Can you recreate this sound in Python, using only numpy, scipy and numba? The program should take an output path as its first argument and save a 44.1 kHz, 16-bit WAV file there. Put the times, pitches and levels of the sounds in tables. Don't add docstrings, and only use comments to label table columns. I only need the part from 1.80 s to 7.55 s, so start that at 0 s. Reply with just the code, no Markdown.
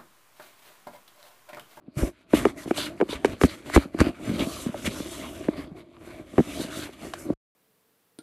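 import sys
import numpy as np
from scipy import signal
from scipy.fft import rfft, irfft
from scipy.io import wavfile
from scipy.ndimage import uniform_filter1d
from numba import njit

SR = 44100
rng = np.random.default_rng(int(sys.argv[2]) if len(sys.argv) > 2 else 0)


def dump(signal):
    limited = np.clip(np.atleast_2d(signal).T, -1, 1)
    pcm = np.round(limited * 32767).astype(np.int16)
    wavfile.write(sys.argv[1], SR, pcm)


def volts_from_db(level):
    exponent = np.asarray(level, float) / 20
    return 10 ** exponent


N = 253575
END_S = 5.538

# start_s, hiss_db, grumble_db (interpolated)
LEAN_CURVE = [(0.0, -97, -63), (0.3, -89, -59), (0.42, -74, -63.5), (0.46, -91, -64.5), (0.75, -72, -45),
              (1.8, -63.5, -48), (2.09, -94.5, -50.5), (2.36, -65, -50.5), (2.46, -52.5, -33.5),
              (2.822, -45, -38.5), (2.911, -58, -44), (3.11, -46.5, -37), (3.62, -55.5, -38),
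              (3.73, -62, -39), (3.91, -80, -47.5), (4.08, -84.5, -54.5), (4.27, -61.5, -42.5),
              (4.39, -64.5, -43.5), (4.448, -73, -49), (4.59, -55.5, -41.5), (4.82, -44.5, -36),
              (4.876, -53.5, -42.5), (4.99, -45, -36), (5.061, -52, -41), (5.14, -69.5, -55.5),
              (5.25, -51.5, -35), (5.32, -59, -49.5), (5.54, -66.5, -33)]
# start_s (rise complete), length_s, hiss_db, rasp_over_hiss_db,
# rasp_centre_hz (at full level), grumble_db
SWIPES = [(0.184, 0.097, -43.5, 2.5, 2440, -31.5), (0.506, 0.041, -60.5, 8, 1500, -63.5),
          (0.548, 0.046, -39, 7, 2885, -29), (0.603, 0.1, -50, 10, 1600, -33.5),
          (0.779, 0.062, -51, 5.5, 2000, -61), (0.881, 0.03, -52, 5, 2200, -46.5),
          (0.946, .02, -55.5, 14, 2900, -47), (0.975, 0.09, -39, 8, 4000, -38),
          (1.05, 0.039, -52.5, 7.5, 2860, -39), (1.3, 0.036, -46.5, 10, 4110, -40.5),
          (1.356, 0.0058, -56, 12.5, 1315, -32.5), (1.454, 0.08, -54, 12, 2600, -32.5),
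          (1.624, 0.035, -39, 2.5, 1598, -30), (1.698, 0.051, -50.5, 9, 2210, -44.5),
          (1.863, 0.052, -54, 10, 2840, -44), (1.95, 0.0074, -32.5, 3.5, 1300, -27),
          (1.98, 0.052, -51, 11, 2100, -34), (2.144, .035, -63.5, 13, 2500, -43),
          (2.195, 0.028, -46, 9.5, 1800, -26.5), (2.24, 0.053, -53, 13.5, 1750, -29.5),
          (2.594, 0.047, -43.5, 7.5, 2250, -31.5), (3.061, 0.0057, -38, 7, 3220, -29.5),
          (3.772, 0.075, -59, 12.5, 2000, -39), (3.965, 0.044, -66, 11, 900, -51),
          (5.036, 0.0071, -46, 7, 4210, -54), (5.133, 0.0042, -56.5, 6.5, 4000, -49),
          (5.392, 0.064, -51, -6.5, 2300, -69)]
# frequency_hz, relative_density_db
HAIR_COLOUR = [(2760, -31.5), (4500, -4.5), (5000, 2.5), (5700, 6), (9280, 6.5), (12600, 4), (13500, -7.5)]
EDGE_COLOUR = [(600, -21), (850, -5.5), (1200, 0), (1700, -2.5), (2250, -2.5), (2600, -6.5), (3100, -8),
               (4750, -10.5), (5200, -19), (6500, -34.5)]
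GRUMBLE_COLOUR = [(25, -25.5), (55, -12.5), (130, -6), (244, -4), (355, -2.5), (465, -12.5), (628, -8.5),
                  (786, -20), (900, -24), (1170, -18.5), (1500, -49.5), (1980, -120)]
ROCK_COLOUR = [(25, -20), (55, -5), (100, -8.5), (160, -28)]
FIBRES_HZ = (2876, 3350., 3910, 4650)
# start_s (before the onset lag), wall_peak_db, wall_tone_hz,
# claw_db (relative to the wall)
KNOCKS = [(0.077, -33, 245, -81), (0.171, -33, 240, -30), (0.229, -14, 276, -35), (0.533, -1.5, 312, -19),
          (0.545, -14, 286, -27.5), (0.651, -3, 387, -8), (0.662, -11.5, 325, -34), (0.857, -26, 248, -19),
          (0.873, -23, 320, -25), (0.908, -9, 340, -11), (0.978, -22.5, 562, -65), (1.2, -15.5, 400, -9.5),
          (1.21, -7, 424, -12), (1.219, -11.5, 332, -27), (1.225, -13.5, 355, -34), (1.289, -27, 290, -8),
          (1.326, -20.5, 412, -13), (1.417, -44, 320, -27), (1.445, -4, 395, -5.5), (1.454, -27, 330, 5),
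          (1.612, -11.5, 400, -2), (1.634, -4.5, 263, -5.5), (1.644, -6.5, 233.5, -17),
          (1.897, -26, 588, -1), (1.945, -21, 355, -2.5), (1.96, -0.5, 345, -6), (1.973, -3.5, 280, -16),
          (2.052, -25, 270, -61), (2.143, -17.5, 319, -54), (2.187, -31, 575, 3), (2.202, -9.5, 193, 0.5),
          (2.211, -4.5, 296, -9), (2.264, -14, 312, -56), (2.286, -23, 291, -51), (2.395, -32.5, 277, -27),
          (2.474, -20.5, 187, -45), (2.492, -17, 231, -61), (2.512, -18, 184, -38),
          (2.534, -22.5, 199, -52), (2.553, -23.5, 228, -49), (2.6, -17, 276, -34), (2.618, -19, 266, -26),
          (2.666, -19.5, 264, -65), (2.86, -16, 231, -58), (2.888, -22, 210, -42), (2.941, -21.5, 568, -61),
          (3.072, -17.5, 215, -49), (3.2, -22.5, 279, -14), (3.6832, -9.5, 301, -17.5),
          (3.915, -28, 161, -31), (4.534, -31, 302, -30), (4.579, -5, 338, -12.5), (4.588, -6, 265.4, -17),
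          (4.6, -9, 243, -26), (4.797, -27, 253, -27), (4.811, -24.5, 298, -25), (4.843, -27, 280, -30),
          (5.089, -31.5, 352, -25), (5.335, -23.5, 595, 1.5), (5.499, -12, 289, -48)]
# multiple_of_wall_tone, relative_db, t60_s
WALL_MODES = [(0.661, 7.5, 0.038), (1.01, 10, 0.068), (1.301, -1.5, 0.022), (1.6, 4, 0.015),
              (2.099, -1.5, 0.027)]
# pitch_hz, relative_db, t60_s
SKIN_MODES = [(691, 3, 0.0055), (1180, 14, 0.0066), (1500, 14, 0.0052), (2144, -6, 0.02),
              (2830, 6.5, 0.0045), (4000, -17.5, 0.007)]
# start_s, level_db, pitch_hz
SHOVES = [(0.17, -18, 136), (0.224, -7.5, 53), (1.637, -9, 69.4), (1.963, -1.5, 66.6), (2.207, -7, 72),
          (2.49, -24, 112), (3.073, -22.5, 105), (4.582, -17.5, 112)]
# start_s, length_s, mean_pitch_hz, level_db
SQUEAKS = [(2.605, 0.035, 2230, -35)]

RISE_DB_PER_S, SAG_DB_PER_S, FALL_DB_PER_S = 803.5, 44.5, 600
SETTLE_DB, SETTLE_DB_PER_S = -19.5, 159
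HISS_REF_DB, RASP_OVER_DB, RASP_PER_DB = -50, 5.5, 0.3149
RASP_HZ, RASP_OCT_PER_DB = 2500, 0.07
RASP_SHARP = 1.5
ONSET_LAG_S = 0.001465
THUMP_RISE_S, THUMP_T60_S = 0.00032, 0.078


def set_rms(x, db):
    return x * volts_from_db(db) / np.sqrt(np.mean(x ** 2))


def colour(x, shape):
    hz, db = np.transpose(shape)
    f = np.fft.rfftfreq(N, 1 / SR) + 1
    gain_db = np.interp(np.log(f), np.log(hz), db, -120, -120)
    return irfft(rfft(x) * volts_from_db(gain_db), N)


def walk(rate_hz):
    hold = int(SR / rate_hz)
    steps = np.repeat(rng.standard_normal(N // hold + 1), hold)
    return uniform_filter1d(steps, hold)[:N] * np.sqrt(3 / 2)


def slips(rate_hz, spread_db):
    slipping = rng.random(N) < rate_hz / SR
    return slipping * volts_from_db(spread_db * rng.exponential(1, N)) * rng.standard_normal(N)


@njit
def moving_band(x, hz, sharp):
    y, band, low, damping = np.empty(len(x)), 0., 0., 1 / sharp
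    for i in range(len(x)):
        g = np.tan(np.pi * hz[i] / SR)
        v = (band + g * (x[i] - low)) / (1 + g * (g + damping))
        band, low, y[i] = 2 * v - band, low + 2 * g * v, damping * v
    return y


def decay(t, t60_s):
    return np.exp(-np.log(1000) * t / t60_s)


def ring(t, hz, t60_s):
    return decay(t, t60_s) * np.sin(2 * np.pi * hz * t)


def add(out, start_s, db, sound):
    i = int(start_s * SR)
    out[i:i + len(sound)] += volts_from_db(db) * sound


def swipe(t, length_s):
    after = np.maximum(t - length_s, 0)
    held_db = RISE_DB_PER_S * np.minimum(t, 0) - SAG_DB_PER_S * np.clip(t, 0, length_s)
    return held_db + np.maximum(-FALL_DB_PER_S * after, SETTLE_DB - SETTLE_DB_PER_S * after)


def contact():
    t = np.arange(0, N + 64, 64) / SR
    s, lean_hair_db, lean_wall_db = np.transpose(LEAN_CURVE)
    hair_db = np.interp(t, s, lean_hair_db)
    edge_db = hair_db + RASP_OVER_DB + RASP_PER_DB * (HISS_REF_DB - hair_db)
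    wall_db = np.interp(t, s, lean_wall_db)
    power = volts_from_db([hair_db, edge_db, wall_db, wall_db - 5]) ** 2
    weighted_hz = power[1] * RASP_HZ * 2 ** (RASP_OCT_PER_DB * (edge_db - HISS_REF_DB))
    for start_s, length_s, hiss_db, over_db, hz, grumble_db in SWIPES:
        shape_db = swipe(t - start_s, length_s)
        full_db = np.array([[hiss_db], [hiss_db + over_db], [grumble_db], [grumble_db - 0.5]])
        more = volts_from_db(shape_db + full_db) ** 2
        power = power + more
        weighted_hz = weighted_hz + more[1] * hz * 2 ** (RASP_OCT_PER_DB * shape_db)
    curves = (*(10 * np.log10(power)), weighted_hz / power[1])
    return [np.interp(np.arange(N) / SR, t, c) for c in curves]


def wall_grumble(wall_db):
    jerks = set_rms(colour(slips(2000, 0.54), GRUMBLE_COLOUR), 0)
    wall = jerks.copy()
    for hz, db in ((290., 3), (620., 1)):
        wall += volts_from_db(db) * moving_band(jerks, hz * np.exp(0.12 * walk(8)), 8.)
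    return set_rms(wall, 0) * volts_from_db(wall_db + 2.2 * walk(21))


def box_rock(rock_db):
    return set_rms(colour(rng.standard_normal(N), ROCK_COLOUR), -7.5) * volts_from_db(rock_db + 1.4 * walk(15))


def hair_hiss(hair_db, catch):
    hiss = set_rms(colour(slips(16000, 0.63), HAIR_COLOUR), 0)
    hiss = hiss * volts_from_db(hair_db + 1.0 * catch + 0.28 * walk(22))
    tufts = np.zeros(N)
    for hz in (5600., 8000., 11500.):
        tufts += moving_band(hiss, np.full(N, hz), 1.98) * volts_from_db(3.7 * walk(14) - 8.5)
    return .5 * hiss + tufts


def side_treble(hair_db):
    return set_rms(colour(rng.standard_normal(N), HAIR_COLOUR), -11.5) * volts_from_db(hair_db + 3 * walk(30))


def edge_rasp(edge_db, edge_hz, catch):
    pressure_db = 0.23 * (edge_db + 36.0)
    broad = set_rms(colour(slips(5000, 1.5), EDGE_COLOUR), -4.5)
    flaps = np.zeros(N)
    for hz in (900., 1377.0, 2250., 3060.0, 3950.0):
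        flap = moving_band(broad, hz * np.exp(0.1 * walk(9)), 4.48)
        flaps += flap * volts_from_db(5.1 * walk(21) + 0.33 * pressure_db * np.log2(hz / 1600) - 2.0)
    body = 0.44 * broad + flaps
    band_hz = edge_hz * np.exp(0.05 * walk(20))
    band = colour(slips(6000, .7), EDGE_COLOUR)
    for _ in range(2):
        band = moving_band(band, band_hz, RASP_SHARP)
    band = set_rms(band, 0)
    fibres = np.zeros(N)
    for hz in FIBRES_HZ:
        line = moving_band(band / band.std(), hz * np.exp(0.042 * walk(15)), 22.)
        fibres += line * volts_from_db(2.5 + 2.3 * walk(25))
    bright = set_rms(band + fibres, -4.5)
    focus_db = 2.38 * np.log2(edge_hz / RASP_HZ)
    bright = bright * volts_from_db(pressure_db + focus_db + 0.76 * walk(40))
    return (body * volts_from_db(-focus_db) + bright) * volts_from_db(edge_db + 1.36 * catch)


def rubbing():
    hair_db, edge_db, wall_db, rock_db, edge_hz = contact()
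    catch = walk(35)
    mid = wall_grumble(wall_db) + box_rock(rock_db)
    mid = mid + hair_hiss(hair_db, catch) + edge_rasp(edge_db, edge_hz, catch)
    return mid, side_treble(hair_db)


def wall_ring(late, hz, claw_db):
    sagging_t = late + .003 * (1 - np.exp(-late / .0013))
    punch = 1 + 8.7 * np.exp(-late / 0.0065)
    rise = (1 - np.exp(-late / (.0009 * volts_from_db(-.17 * claw_db)))) ** 2
    modes = np.zeros(len(late))
    for multiple, db, t60_s in WALL_MODES:
        modes += volts_from_db(db) * decay(late, t60_s) * np.sin(2 * np.pi * multiple * hz * sagging_t)
    wall = rise * punch * modes
    return wall / np.abs(wall).max()


def claw_tick(late, claw_db, scatter):
    tick = np.zeros(len(late))
    for (hz, db, t60_s), r in zip(SKIN_MODES, scatter):
        tick += volts_from_db(db + 1.5 * r) * ring(late, hz * (1 + .05 * r), t60_s)
    tick *= (1 - np.exp(-late / 0.00083)) ** 2
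    hard = volts_from_db(claw_db)
    burst = uniform_filter1d(rng.standard_normal(len(late)), size=3)
    crack = (late > 0) * np.exp(-late / 0.0046) * burst * hard * volts_from_db(-8.5)
    return hard * (tick + crack)


def knocks():
    out, t = np.zeros(N + SR), np.arange(SR // 4) / SR
    late = np.maximum(t - ONSET_LAG_S, 0)
    scatters = rng.standard_normal((len(KNOCKS), len(SKIN_MODES)))
    for (start_s, db, hz, claw_db), scatter in zip(KNOCKS, scatters):
        add(out, start_s, db, wall_ring(late, hz, claw_db) + claw_tick(late, claw_db, scatter))
    for start_s, db, hz in SHOVES:
        add(out, start_s, db, (1 - np.exp(-t / THUMP_RISE_S)) * ring(t, hz, THUMP_T60_S))
    return out[:N]


def squeaks():
    out = np.zeros(N)
    for start_s, length_s, hz, db in SQUEAKS:
        n = int(length_s * SR)
        wobble = 1 + .3 * uniform_filter1d(rng.standard_normal(SR // 10), size=64)[:n]
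        add(out, start_s, db, np.hanning(n) * np.sin(2 * np.pi * np.cumsum(hz * wobble) / SR))
    return out


def scene():
    mid, side = rubbing()
    mid = mid + knocks() + squeaks()
    fade = np.clip((END_S - np.arange(N) / SR) / 0.00086, 0, 1)
    return fade * (mid + side * np.array([[1], [-1]]))


def low_pass(x):
    return signal.sosfilt(signal.butter(12, 14210, fs=SR, output="sos"), x)


def record(dry):
    ceiling = .64
    x = signal.sosfilt(signal.butter(2, 38, "high", fs=SR, output="sos"), dry)
    x = x / (1 + np.abs(x / ceiling) ** 4) ** (1 / 4)
    x = signal.sosfilt(signal.ellip(8, .2, 60, 13400, fs=SR, output="sos"), x)
    return low_pass(x)


dry = scene()
out = record(dry)
dump(out)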